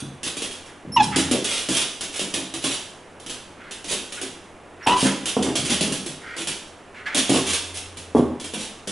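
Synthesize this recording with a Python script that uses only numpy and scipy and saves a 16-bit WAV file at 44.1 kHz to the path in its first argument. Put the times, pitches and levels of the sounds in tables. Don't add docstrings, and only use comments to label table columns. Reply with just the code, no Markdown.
import sys
import numpy as np
from scipy import signal
from scipy.fft import rfft, irfft
from scipy.io import wavfile

SR = 44100
rng = np.random.default_rng(int(sys.argv[2]) if len(sys.argv) > 2 else 0)


def dump_mix(stems):
    frames = np.atleast_2d(stems).T
    limited = np.clip(frames, -1, 1)
    pcm = np.round(limited * 32767).astype(np.int16)
    wavfile.write(sys.argv[1], SR, pcm)


N = 392931
TIME = np.arange(N) / SR

# f/Hz, level/dB
AIR_EQ = [(20, -6), (36, -9), (52, -18), (110, -11), (350, -4.5), (700, -7.5), (1400, -13), (2800, -19.5),
          (4500, -30.5), (11000, -31.5)]
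# t/s, length/s,
# relative level/dB
SKIDS = [(0.0, 0.0066, -28.5), (0.26, 0.024, -29), (1.018, 0.033, -26), (1.178, 0.041, -25),
         (1.459, 0.19, -27), (1.694, 0.14, -22.5), (2.122, .066, -30), (2.609, 0.16, -29),
         (3.876, 0.076, -24.5), (4.962, 0.13, -23.5), (5.699, 0.047, -22.5), (6.371, 0.055, -30.5),
         (6.47, 0.014, -28.5), (7.157, 0.06, -20.5), (7.303, 0.098, -24), (7.452, 0.12, -23),
         (7.736, 0.065, -31.5), (8.145, 0.047, -40), (8.578, 0.088, -33.5)]
# f/Hz, level/dB
CLAW_EQ = [(150, -11), (400, -1.5), (800, -6), (1400, -4.5), (2200, -2), (2800, 4), (3400, 5.5), (4200, -1),
           (6000, 0), (8000, -1.5), (9500, 0.5), (10700, 1)]
# t/s, relative level/dB, contact cutoff/Hz
SOFT_BUMPS = [(0.022, -31, 95), (0.85, -29, 106), (0.981, -24, 170), (1.069, -28.5, 110), (1.243, -29, 100),
              (2.645, -28.5, 1300), (3.91, -30, 750), (5.028, -14.5, 805), (5.367, -15.5, 815),
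              (5.466, -21.5, 1190), (5.621, -28, 110), (5.88, -24.5, 400), (7.345, -19.5, 1190),
              (8.149, -10.5, 650)]
# f/Hz, level/dB, t60/s
BOARD_MODES = [(80, -11, 0.83), (142.3, -18, 0.22), (201, -5.5, 0.19), (263.4, 4.5, 0.082), (321, 4, 0.062),
               (382.8, -5, 0.15), (477.4, 2, 0.038), (626, 12.5, 0.008), (823, -9, 0.024), (1151, 5, 0.015)]
# t/s, relative claw level/dB, relative pad level/dB
PAW_HITS = [(0.232, -15.5, -41), (0.263, -20, -36.5), (0.3687, -17.5, -34), (0.4205, -15.5, -32.5),
            (0.5113, -24.5, -54), (0.6595, -35, -55), (1.16, -8, -18), (1.3126, -9.5, -14.5),
            (1.4438, -11, -46), (1.6878, -11, -22), (2.009, -15, -37), (2.1942, -12.5, -25.5),
            (2.3397, -11, -26), (2.5396, -17, -32), (2.641, -11, -26.5), (3.199, -31.5, -73),
            (3.263, -23, -41), (3.2968, -19, -37), (3.7105, -21.5, -44), (3.8436, -22.5, -37),
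            (4.1227, -20, -44), (4.2145, -17.5, -30.5), (4.8682, -13.5, -20.5), (5.257, -10.5, -45),
            (5.4256, -13.5, -28), (5.5545, -8.5, -24.5), (5.6506, -13.5, -41), (5.6981, -10.5, -23),
            (5.8091, -9, -19.5), (5.9224, -12, -30.5), (6.0614, -18.5, -30.5), (6.366, -21.5, -30),
            (6.4721, -13, -33.5), (7.1465, -8, -21.5), (7.2941, -10, -12), (7.9708, -23.5, -40.5),
            (8.3989, -23.5, -44), (8.4423, -20.5, -38), (8.537, -17.5, -26.5), (8.8738, -16.5, -29)]
# t/s, length/s, level/dB
HUFF_CUES = [(0.664, 0.063, -49), (1.114, 0.053, -25.5), (3.561, 0.17, -44.5), (4.161, 0.042, -36),
             (4.802, 0.049, -38), (5.045, 0.04, -27), (6.208, 0.19, -36.5), (6.935, 0.085, -38.5),
             (7.057, 0.033, -23.5), (7.098, 0.058, -33)]
# f/Hz, level/dB
MUZZLE_EQ = [(300, -28), (1000, -15), (1400, 0), (2000, 0), (2600, -8), (4000, -19), (10000, -34)]
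# t/s, length/s, first f/Hz, last f/Hz, peak level/dB
WHINE_CUES = [(0.919, 0.046, 5330, 5680, -24.5), (1.02, .026, 5100, 5600, -28),
              (4.826, 0.029, 5600, 5400, -37)]
# t/s, length/s, first f/Hz, target f/Hz, relative level/dB, onset rasp/0-1
YELP_CUES = [(0.962, 0.04, 1066, 871, -9.5, 0.07), (0.995, 0.032, 878, 830, -8, 0.03),
             (4.862, .158, 883, 1014, -10.5, 0.73)]
# f/Hz, level/dB
THROAT_EQ = [(300, -16), (600, -26), (850, -2.5), (1050, -5), (1400, -14), (2000, -27.5), (2400, -28),
             (2750, -7.5), (3100, -23.5), (3500, -22.5), (4100, -33), (11000, -41)]
# f/Hz, level/dB
LEFT_MIC_EQ = [(150, 0), (700, -1.1), (10000, -2)]


def from_db(db):
    return 10 ** (np.asarray(db) / 20)


def unit_rms(x):
    return x / np.sqrt(np.mean(x ** 2) + 1e-20)


def unit_energy(x):
    return x / np.sqrt(np.sum(x ** 2) + 1e-20)


def eq_db(curve, hz):
    curve_hz, curve_db = np.array(curve).T
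    return np.interp(np.log(np.maximum(hz, 1)), np.log(curve_hz), curve_db)


def equalise(x, curve, size=4096):
    cepstrum = irfft(np.log(from_db(eq_db(curve, np.fft.rfftfreq(size, 1 / SR)))))
    cepstrum[1:size // 2] *= 2
    cepstrum[size // 2 + 1:] = 0
    return signal.fftconvolve(x, irfft(np.exp(rfft(cepstrum))))[:len(x)]


def low_pass(x, hz, order=2):
    return signal.sosfilt(signal.butter(order, hz, fs=SR, output="sos"), x)


def wobble(count, hz):
    return unit_rms(low_pass(rng.standard_normal(count + SR // 4), hz)[SR // 4:])


def add(track, start, sound):
    at = round(start * SR)
    track[:, at:at + sound.shape[1]] += sound[:, :N - at]


def in_room(x, wet_db, side_db, wall_hz=20000, t60=.64, treble_t60=.35, treble_hz=6240):
    t = TIME[:SR * 3 // 5]
    early_lift = 1 + from_db(-4) * np.exp(-t / .012)
    noise = rng.standard_normal((2, len(t))) * early_lift
    dull = low_pass(noise, treble_hz, order=1)
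    tails = dull * from_db(-60 * t / t60) + (noise - dull) * from_db(-60 * t / treble_t60)
    mid, side = (low_pass(unit_energy(tail), wall_hz, order=1) for tail in tails)
    response = from_db(wet_db) * (mid + from_db(side_db) * side * [[1], [-1]])
    response[:, 0] += 1
    return signal.fftconvolve(x[None], response, axes=1) / np.sqrt(1 + from_db(wet_db) ** 2)


def room_tone(air_db=-44.5, side_db=-14, hum_hz=87, rest_db=-60, swell_db=18.5, peak_s=7.5):
    mid, side = (unit_rms(equalise(noise, AIR_EQ)) for noise in rng.standard_normal((2, N)))
    swell = np.interp(TIME - peak_s, [-.29, 0, 1.2], [0, 1, 0])
    hum_db = rest_db + swell_db * swell + 2 * wobble(N, 14)
    hum = from_db(hum_db) * unit_rms(np.sin(2 * np.pi * hum_hz * TIME + wobble(N, 1.1)))
    return from_db(air_db) * (mid + from_db(side_db) * side * [[1], [-1]]) + hum


def grains(count, per_s, spread_db):
    sizes = from_db(spread_db * np.minimum(rng.exponential(1, count), 4))
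    return sizes * rng.standard_normal(count) * (rng.random(count) < per_s / SR)


def arch(t, length):
    return np.sqrt(np.abs(np.sin(np.pi * np.clip(t / length, 0, 1))))


def stick_slip(t, length, judder_db=3):
    slips = grains(len(t), per_s=2500, spread_db=0) * from_db(judder_db * wobble(len(t), 73))
    return unit_energy(equalise(slips * arch(t, length), CLAW_EQ))


def claw_skids(gain_db=4):
    out, t = np.zeros((2, N)), TIME[:SR // 4]
    for start, length, level_db in SKIDS:
        skid = stick_slip(t, length) * np.sqrt(length * SR)
        add(out, start, in_room(from_db(level_db + gain_db) * skid, wet_db=7.5, side_db=-11))
    return out


def board_hit(t, modes, thud_db=-5, thud_s=.018, vary_db=3.5):
    strengths = from_db(vary_db * rng.standard_normal(len(modes))) * rng.choice([-1, 1], len(modes))
    thud = rng.standard_normal(len(t)) * np.exp(-t / thud_s)
    return unit_energy(strengths @ modes) + from_db(thud_db) * unit_energy(low_pass(thud, 790, order=1))


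def floor_thumps(gain_db=32, pad_db=-2, pad_hz=560, gap_s=.02, gap_spread=.2006, loss_db=2):
    out, t = np.zeros((2, N)), TIME[:SR // 3]
    hz, mode_db, t60 = np.array(BOARD_MODES).T[:, :, None]
    modes = np.sin(2 * np.pi * hz * t) * from_db(mode_db - 60 * t / t60)
    pads = [(start, weight_db + pad_db, pad_hz) for start, _, weight_db in PAW_HITS]
    for start, level_db, contact_hz in pads + SOFT_BUMPS:
        thump = np.zeros(len(t))
        for k in range(3):
            lag = int(k * gap_s * (1 + gap_spread * rng.uniform(-.98, 1)) * SR)
            thump[lag:] += from_db(-k * loss_db) * board_hit(t, modes)[:len(t) - lag]
        thump = low_pass(thump, contact_hz)
        thump = unit_energy(equalise(thump, [(40, -34.5), (130, 4.5)]))
        add(out, start, in_room(from_db(level_db + gain_db) * thump, wet_db=-1, side_db=-17))
    return out


def claw_clicks(gain_db=24, patter_s=.02, slip_delay_s=.017, slip_s=.037, slip_db=-11):
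    out, t = np.zeros((2, N)), TIME[:SR // 10]
    for start, level_db, _ in PAW_HITS:
        ticks = unit_energy(grains(len(t), per_s=900, spread_db=-5.5) * np.exp(-t / patter_s))
        ticks[0] += 1
        slip = from_db(slip_db) * stick_slip(t - slip_delay_s, slip_s)
        paw = unit_energy(equalise(ticks, CLAW_EQ)) + slip
        add(out, start, in_room(from_db(level_db + gain_db) * paw, wet_db=14, side_db=-11))
    return out


def huffs(flutter_db=2):
    out, t = np.zeros((2, N)), TIME[:SR // 3]
    for start, length, level_db in HUFF_CUES:
        air = unit_rms(equalise(rng.standard_normal(len(t)), MUZZLE_EQ))
        huff = air * arch(t, length) * from_db(level_db + flutter_db * wobble(len(t), 99))
        add(out, start, in_room(huff, wet_db=4.5, side_db=-13))
    return out


def call_time(length, fade_s):
    t = TIME[:int(length * SR)]
    return t, t / length, np.clip(np.minimum(t, length - t) / fade_s, 0, 1)


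def whines(swell_db=12, peak_share=.97, octave_db=-7, jitter=.006):
    out = np.zeros((2, N))
    for start, length, first_hz, last_hz, peak_db in WHINE_CUES:
        _, share, fade = call_time(length, fade_s=.002)
        pitch = first_hz + (last_hz - first_hz) * share ** 3
        level_db = peak_db - swell_db * np.interp(share, [0, peak_share, 1], [1, 0, 1])
        phase = 2 * np.pi * np.cumsum(pitch * (1 + jitter * wobble(len(pitch), 490))) / SR
        whistle = unit_rms(np.sin(phase) + from_db(octave_db) * np.sin(2 * phase))
        add(out, start, in_room(fade * from_db(level_db) * whistle, wet_db=-4.5, side_db=-5))
    return out


def yelp_gesture(length, first_hz, target_hz, top_db, onset_rough):
    glide_share, hold_share = .3, .5
    rest_rough, settle_s = .2, .029
    fall_db, rough_loss_db, tremble_db = 13.5, 13, 2
    t, share, fade = call_time(length, fade_s=.0055)
    pitch = target_hz + (first_hz - target_hz) * np.exp(-share / glide_share)
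    rough = rest_rough + (onset_rough - rest_rough) * np.exp(-(t / settle_s) ** 2)
    release_db = np.interp(share, [hold_share, 1], [0, fall_db])
    level_db = top_db - release_db - rough_loss_db * rough + tremble_db * wobble(len(t), 48)
    return fade, pitch, level_db, rough


def yelps(jitter=.065, rasp_db=2, shimmer=.7, flicker_db=3):
    out = np.zeros((2, N))
    for start, *shape in YELP_CUES:
        fade, pitch, level_db, rough = yelp_gesture(*shape)
        count = len(pitch)
        phase = 2 * np.pi * np.cumsum(pitch * (1 + jitter * np.sqrt(rough) * wobble(count, 330))) / SR
        tone = from_db(eq_db(THROAT_EQ, pitch)) * np.sin(phase)
        for k in range(2, 9):
            flicker = flicker_db * wobble(count, 105)
            smear = k * rough * wobble(count, 340)
            tone += from_db(eq_db(THROAT_EQ, k * pitch) + flicker) * np.sin(k * phase + smear)
        tone = unit_rms(tone) * (1 + shimmer * rough * wobble(count, 250))
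        puffs = rng.standard_normal(count) * (1 + np.cos(phase))
        rasp = unit_rms(equalise(puffs, THROAT_EQ))
        voice = np.sqrt(1 - rough ** 2) * tone + from_db(rasp_db) * rough * rasp
        voice *= fade * from_db(level_db)
        add(out, start, in_room(voice, wet_db=-7.5, side_db=-8, wall_hz=1800))
    return out


def scene():
    return claw_clicks() + claw_skids() + floor_thumps() + yelps() + whines() + huffs() + room_tone()


def record(dry, cutoff_hz=10990):
    heard = np.array([equalise(dry[0], LEFT_MIC_EQ), dry[1]])
    return signal.sosfilt(signal.ellip(12, .1, 80, cutoff_hz, fs=SR, output="sos"), heard)


dry = scene()
out = record(dry)
dump_mix(out)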